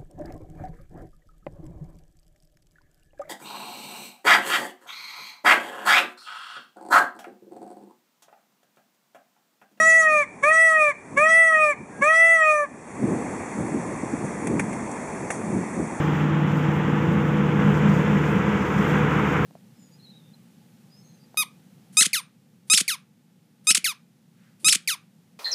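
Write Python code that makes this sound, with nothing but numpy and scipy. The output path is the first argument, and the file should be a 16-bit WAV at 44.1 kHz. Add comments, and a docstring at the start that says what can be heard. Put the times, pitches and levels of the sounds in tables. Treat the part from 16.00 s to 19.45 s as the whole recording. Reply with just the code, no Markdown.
"""On a station platform beside a standing train, a six-cylinder diesel generator runs in the power van.
Periodic firing gives the exhaust a harmonic series of engine orders above a turbulent rumble; two close tones
beat in a low drone. The block clatters in a pattern repeated every engine cycle, and cooling air rushes out
as shaped noise; both grow, on the whole, as the louvres come nearer. A faint hiss lies on top."""
import sys
import numpy as np
from scipy import signal
from scipy.fft import rfft, irfft
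from scipy.io import wavfile
from scipy.ndimage import map_coordinates

SR = 44100
rng = np.random.default_rng(int(sys.argv[2]) if len(sys.argv) > 2 else 0)


def output_pcm(signal):
    """Save a mono or channel-first signal as 16-bit PCM at the path in sys.argv[1].

    Samples are clipped to [-1, 1] before scaling.
    """
    pcm = np.clip(np.atleast_2d(signal).T, -1, 1) * 32767
    wavfile.write(sys.argv[1], SR, np.round(pcm).astype(np.int16))


N = 152145
T = np.arange(N) / SR   # time [s]

CYCLE_HZ, CYLINDERS = 12.522, 6   # one cycle fires every cylinder once
SPEED_WANDER, WANDER_HZ = 0.00061, 1.4   # spread as a share of the speed; rate of drift
FLUTTER_HZ = 18   # rate of the level flutter in the air and the hiss


def from_db(db):
    """Logarithmic level: 20 dB is a tenfold amplitude."""
    return 10 ** (np.asarray(db) / 20)


def rms_one(x):
    """Power normalisation: scale to a mean square of one."""
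    return x / np.sqrt(np.mean(x ** 2) + 1e-20)


def in_time(curve):
    """Linear interpolation: the level in dB at every sample of a (time, level) curve."""
    time_s, level_db = np.transpose(curve)
    return np.interp(T, time_s, level_db)


def drift(rate_hz):
    """Low-pass filtered noise: a smooth random wander of unit spread."""
    step = 100   # samples between the slow values
    pole = np.exp(-2 * np.pi * rate_hz * step / SR)
    white = rng.standard_normal(N // step + 2002)
    slow = signal.lfilter([1], [1, -2 * pole, pole * pole], white)[2000:]   # drop the filter's start
    slow = rms_one(slow - slow.mean())
    return np.interp(np.arange(N) / step, np.arange(len(slow)), slow)


def sine(turns):
    """Simple harmonic motion: a tone of unit power from a random starting phase."""
    return np.sqrt(2) * np.sin(2 * np.pi * (turns + rng.random()))


def coloured(white, spectrum):
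    """Spectral shaping: weight unit white noise to a density in dB per Hz."""
    hz = np.maximum(np.arange(N // 2 + 1) * SR / N, 1)
    points_hz, db = np.transpose(spectrum)
    octaves_outside = np.abs(np.log2(hz / np.clip(hz, points_hz[0], points_hz[-1])))
    level_db = np.interp(np.log(hz), np.log(points_hz), db)
    level_db = level_db - 24 * octaves_outside   # falls away beyond the table's ends
    return irfft(rfft(white) * from_db(level_db), N) * np.sqrt(SR / 2)


def along_the_walk(white, table):
    """Cross-fading: the noise spectrum glides from column to column as the listener walks."""
    table = np.array(table)
    stops_s = np.linspace(0, T[-1], table.shape[1] - 1)
    out = 0
    for k, share in enumerate(np.eye(len(stops_s))):
        weight = np.interp(T, stops_s, share)
        out = out + weight * coloured(white, table[:, [0, k + 1]])
    return out


# Hum at twice the firing rate: (time [s], level [dB])
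HUM_LEVEL = [(0.03, -23), (0.71, -22.5), (0.77, -25.5), (1.62, -24), (1.67, -20), (2.29, -25.5),
             (2.41, -33.5), (2.47, -27), (2.63, -39), (2.77, -26), (3.42, -27)]
# Exhaust orders: (multiple of the cycle rate [rounded to a whole order when played],
# level [dB] at four evenly spaced moments)
EXHAUST_ORDERS = [(6, -51, -46.5, -39, -38), (7, -49.5, -47.5, -47.5, -46), (9, -42, -42, -43.5, -43),
                  (10, -49, -46.5, -40.5, -49), (14, -39.5, -35, -37, -38.5), (15, -39, -37.5, -34, -41),
                  (26, -30, -33.5, -35.5, -47), (33, -57, -46, -49.5, -44), (34, -50, -48.5, -40, -38),
                  (36, -44, -41, -41, -42.5), (39, -46.5, -40.5, -37, -37.5),
                  (67.5, -44.5, -48.5, -52.5, -53), (82.13, -45.5, -48, -44.5, -50),
                  (111.15, -58.5, -51.5, -49, -50)]
# Swell of the rumble: (time [s], level [dB])
RUMBLE_LEVEL = [(0, 0), (.4, -2), (1.0, -0.5), (1.5, -1), (1.68, 2), (1.95, 1.5), (2.3, -0.5), (2.65, -2.5),
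                (3.1, 1), (3.45, -3)]
# Rumble spectrum before the swell: (frequency [Hz], density [dB per Hz] at the start, midway, at the end)
RUMBLE_SPECTRUM = [(25, -97, -90, -88), (42, -90.5, -82.5, -82), (56.3, -77.5, -71, -74),
                   (71, -67.5, -65, -66), (100, -53, -52, -53), (141, -55, -53.5, -47.5),
                   (184, -46, -45, -48), (225, -58, -52.5, -55.5), (267, -47.5, -50.5, -50.5),
                   (332, -50.5, -57, -55.5), (392, -60.5, -58.5, -53.5), (495, -67.5, -57.5, -58),
                   (588, -70.5, -67.5, -70.5), (1000, -85, -88, -83)]
ORDER_WAVER_DB, WAVER_HZ = 1.5, 0.96


def exhaust(cycles):
    """Order analysis: tones at whole multiples of the cycle rate, with broadband turbulence."""
    out = from_db(in_time(HUM_LEVEL)) * sine(2 * CYLINDERS * cycles)
    for multiple, *levels_db in EXHAUST_ORDERS:
        level_db = np.interp(T, np.linspace(0, T[-1], len(levels_db)), levels_db)
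        level_db = level_db + ORDER_WAVER_DB * drift(WAVER_HZ)
        out = out + from_db(level_db) * sine(round(multiple) * cycles)
    rumble = along_the_walk(rng.standard_normal(N), RUMBLE_SPECTRUM)
    return out + from_db(in_time(RUMBLE_LEVEL)) * rumble


# Gusty part, tone and noise together, before their own shares: (time [s], level [dB])
GUSTY_LEVEL = [(0.03, -34), (0.1, -36), (0.12, -28), (0.72, -30), (1.63, -24.5), (1.71, -17), (1.79, -30),
               (1.9, -14), (2.07, -34), (2.13, -15), (2.35, -33.5), (2.38, -24), (2.66, -29), (2.69, -45),
               (2.8, -16.5), (2.84, -40.5), (2.87, -34), (3.42, -30.5)]
# Steadier tone, probably fan blades: (time [s], level [dB])
FAN_LEVEL = [(0, -39), (.75, -36.5), (1.1, -29.5), (1.5, -29), (2.4, -31), (3.45, -30.5)]
GUSTY_TONE_HZ, GUSTY_TONE_DB, FAN_HZ = 203.2, -3.5, 207.6
BAND_HZ, BAND_WIDTH_HZ, BAND_NOISE_DB = 194, 36.4, -7.5   # narrow band of turbulence


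def drone():
    """Beating: a swelling tone in narrow-band noise interferes with a steadier tone just above it."""
    edges_hz = [BAND_HZ - BAND_WIDTH_HZ / 2, BAND_HZ + BAND_WIDTH_HZ / 2]
    band = signal.butter(2, edges_hz, "band", fs=SR, output="sos")
    turbulence = rms_one(signal.sosfilt(band, rng.standard_normal(N + SR))[SR:])   # drop the filter's start
    tone = from_db(GUSTY_TONE_DB) * sine(GUSTY_TONE_HZ * T)
    gusty = tone + from_db(BAND_NOISE_DB) * turbulence
    fan = from_db(in_time(FAN_LEVEL)) * sine(FAN_HZ * T)
    return from_db(in_time(GUSTY_LEVEL)) * gusty + fan


# Nearness of the louvres, before the reference is subtracted: (time [s], level [dB])
NEARNESS = [(0.03, -32), (1.58, -32), (1.6, -30), (2.79, -30), (2.81, -27.5), (3.4, -28), (3.42, -29.5)]
NEARNESS_REF_DB = -29.5


def nearness_db():
    """Distance law in outline: the level follows the nearness of the louvres, relative to a reference."""
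    return in_time(NEARNESS) - NEARNESS_REF_DB


KNOCK_DEPTH, KNOCK_DECAY_S = 0.19, 0.0023   # height as a share of the steady part


def firing_surge(cycles):
    """Amplitude modulation: every firing gives an equal surge that decays exponentially."""
    age_s = cycles * CYLINDERS % 1 / (CYCLE_HZ * CYLINDERS)
    return rms_one(1 + KNOCK_DEPTH * np.exp(-age_s / KNOCK_DECAY_S))


def every_cycle(cycles):
    """Periodicity: one cycle of random rattle, played again on every engine cycle."""
    size = int(SR / CYCLE_HZ)
    pattern = rng.standard_normal(size)
    return rms_one(map_coordinates(pattern, [cycles % 1 * size], order=3, mode="grid-wrap"))


# Clatter spectrum before nearness: (frequency [Hz], density [dB per Hz] at the start, midway, at the end)
CLATTER_SPECTRUM = [(71.6, -73, -76, -74), (111, -62.5, -61.5, -60.5), (280, -58, -59, -56),
                    (470, -67.5, -63, -61), (660, -70, -70.5, -70.5), (770, -62.5, -64, -67.5),
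                    (1050, -65, -61.5, -66.5), (1300, -65, -68, -61.5), (1990, -72.5, -72, -68.5),
                    (3170, -84.5, -83.5, -84), (4240, -110, -110, -110)]
PATTERN_CHANGE, PATTERN_HZ = .6, .8   # changing part against the fixed part; its rate of drift
CLATTER_FOLLOWS = 0.68   # dB of clatter per dB of nearness


def block_clatter(cycles):
    """Cyclostationary noise: a repeating rattle, slowly changing, throbs with the firings."""
    changing = rms_one(sum(drift(PATTERN_HZ) * every_cycle(cycles) for _ in range(3)))
    pattern = rms_one(every_cycle(cycles) + PATTERN_CHANGE * changing)
    clatter = along_the_walk(firing_surge(cycles) * pattern, CLATTER_SPECTRUM)
    return from_db(CLATTER_FOLLOWS * nearness_db()) * clatter


# Air spectrum before nearness: (frequency [Hz], density [dB per Hz] at the start, midway, at the end)
AIR_SPECTRUM = [(300, -76.5, -77, -74), (540, -61.5, -64.5, -71.5), (690, -67, -66, -67),
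                (960, -61.5, -62, -60.5), (1300, -63.5, -62.5, -62), (1650, -65.5, -61.5, -61.5),
                (1780, -64, -65.5, -72), (1970, -66.5, -65.5, -63), (2670, -71.5, -71, -71.5),
                (3440, -76, -76.5, -78.5), (4020, -90.5, -92, -91.5), (5000, -105, -105, -105)]
AIR_FOLLOWS, AIR_FLUTTER_DB = 1.08, .5   # dB of air per dB of nearness; flutter spread


def cooling_air(cycles):
    """Flow noise: broadband turbulence throbs with the firings and flutters in level."""
    air = along_the_walk(firing_surge(cycles) * rng.standard_normal(N), AIR_SPECTRUM)
    level_db = AIR_FOLLOWS * nearness_db() + AIR_FLUTTER_DB * drift(FLUTTER_HZ)
    return from_db(level_db) * air


# Levels of the hiss and of the top treble, before trim and flutter: (time [s], level [dB])
HISS_LEVEL = [(0.03, -55), (0.07, -55), (0.44, -60), (0.49, -56.5), (1.35, -58.5), (1.73, -56),
              (1.75, -51.5), (1.79, -55.5), (1.96, -52.5), (2.03, -54.5), (2.3, -54.5), (2.37, -56),
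              (2.38, -55), (2.95, -52), (2.99, -54.5), (3.42, -54.5)]
TOP_LEVEL = [(0.03, -64), (0.12, -63), (0.37, -69), (0.61, -61), (0.66, -69), (0.77, -61), (0.82, -67),
             (1.16, -64.5), (1.55, -66.5), (1.78, -60.5), (1.85, -67), (1.9, -61), (2.02, -62), (2.03, -63),
             (2.28, -62), (2.3, -58), (2.4, -65), (2.74, -60.5), (2.88, -56), (3.01, -62), (3.42, -61)]
# Relative spectra of the hiss and of the top treble: (frequency [Hz], density [dB])
HISS_SPECTRUM = [(2500, -16.5), (4000, -7.5), (4900, -2.5), (5600, 0.5), (6800, 1.5), (7650, -0.5),
                 (7900, -10.5), (8100, -5.5), (9000, -15), (12000, -27)]
TOP_SPECTRUM = [(6000, -8.5), (8400, 1.5), (9500, -1.5), (11500, -2), (13000, 1), (14800, 5), (15500, 4)]
HISS_TRIM_DB, TOP_TRIM_DB, HISS_FLUTTER_DB = 1.1, 2, 0.76


def hiss():
    """Band-shaped noise: a faint hiss and a thinner top treble come and go, sharing one flutter."""
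    flutter_db = HISS_FLUTTER_DB * drift(FLUTTER_HZ)
    low = rms_one(coloured(rng.standard_normal(N), HISS_SPECTRUM))
    top = rms_one(coloured(rng.standard_normal(N), TOP_SPECTRUM))
    low_db = in_time(HISS_LEVEL) + HISS_TRIM_DB + flutter_db
    top_db = in_time(TOP_LEVEL) + TOP_TRIM_DB + flutter_db
    return from_db(low_db) * low + from_db(top_db) * top


def scene():
    """Superposition: one crankshaft phase times exhaust, clatter and air; all the sources add."""
    speed_hz = CYCLE_HZ * (1 + SPEED_WANDER * drift(WANDER_HZ))
    cycles = np.cumsum(speed_hz) / SR   # engine cycles turned so far
    mix = exhaust(cycles) + drone() + block_clatter(cycles) + cooling_air(cycles) + hiss()
    return mix[None]


def record(dry):
    """Band limiting: a steep elliptic low-pass cuts the top above 15.5 kHz."""
    low_pass = signal.ellip(12, .1, 80, 15500, fs=SR, output="sos")
    return signal.sosfilt(low_pass, dry)


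dry = scene()
out = record(dry)
output_pcm(out)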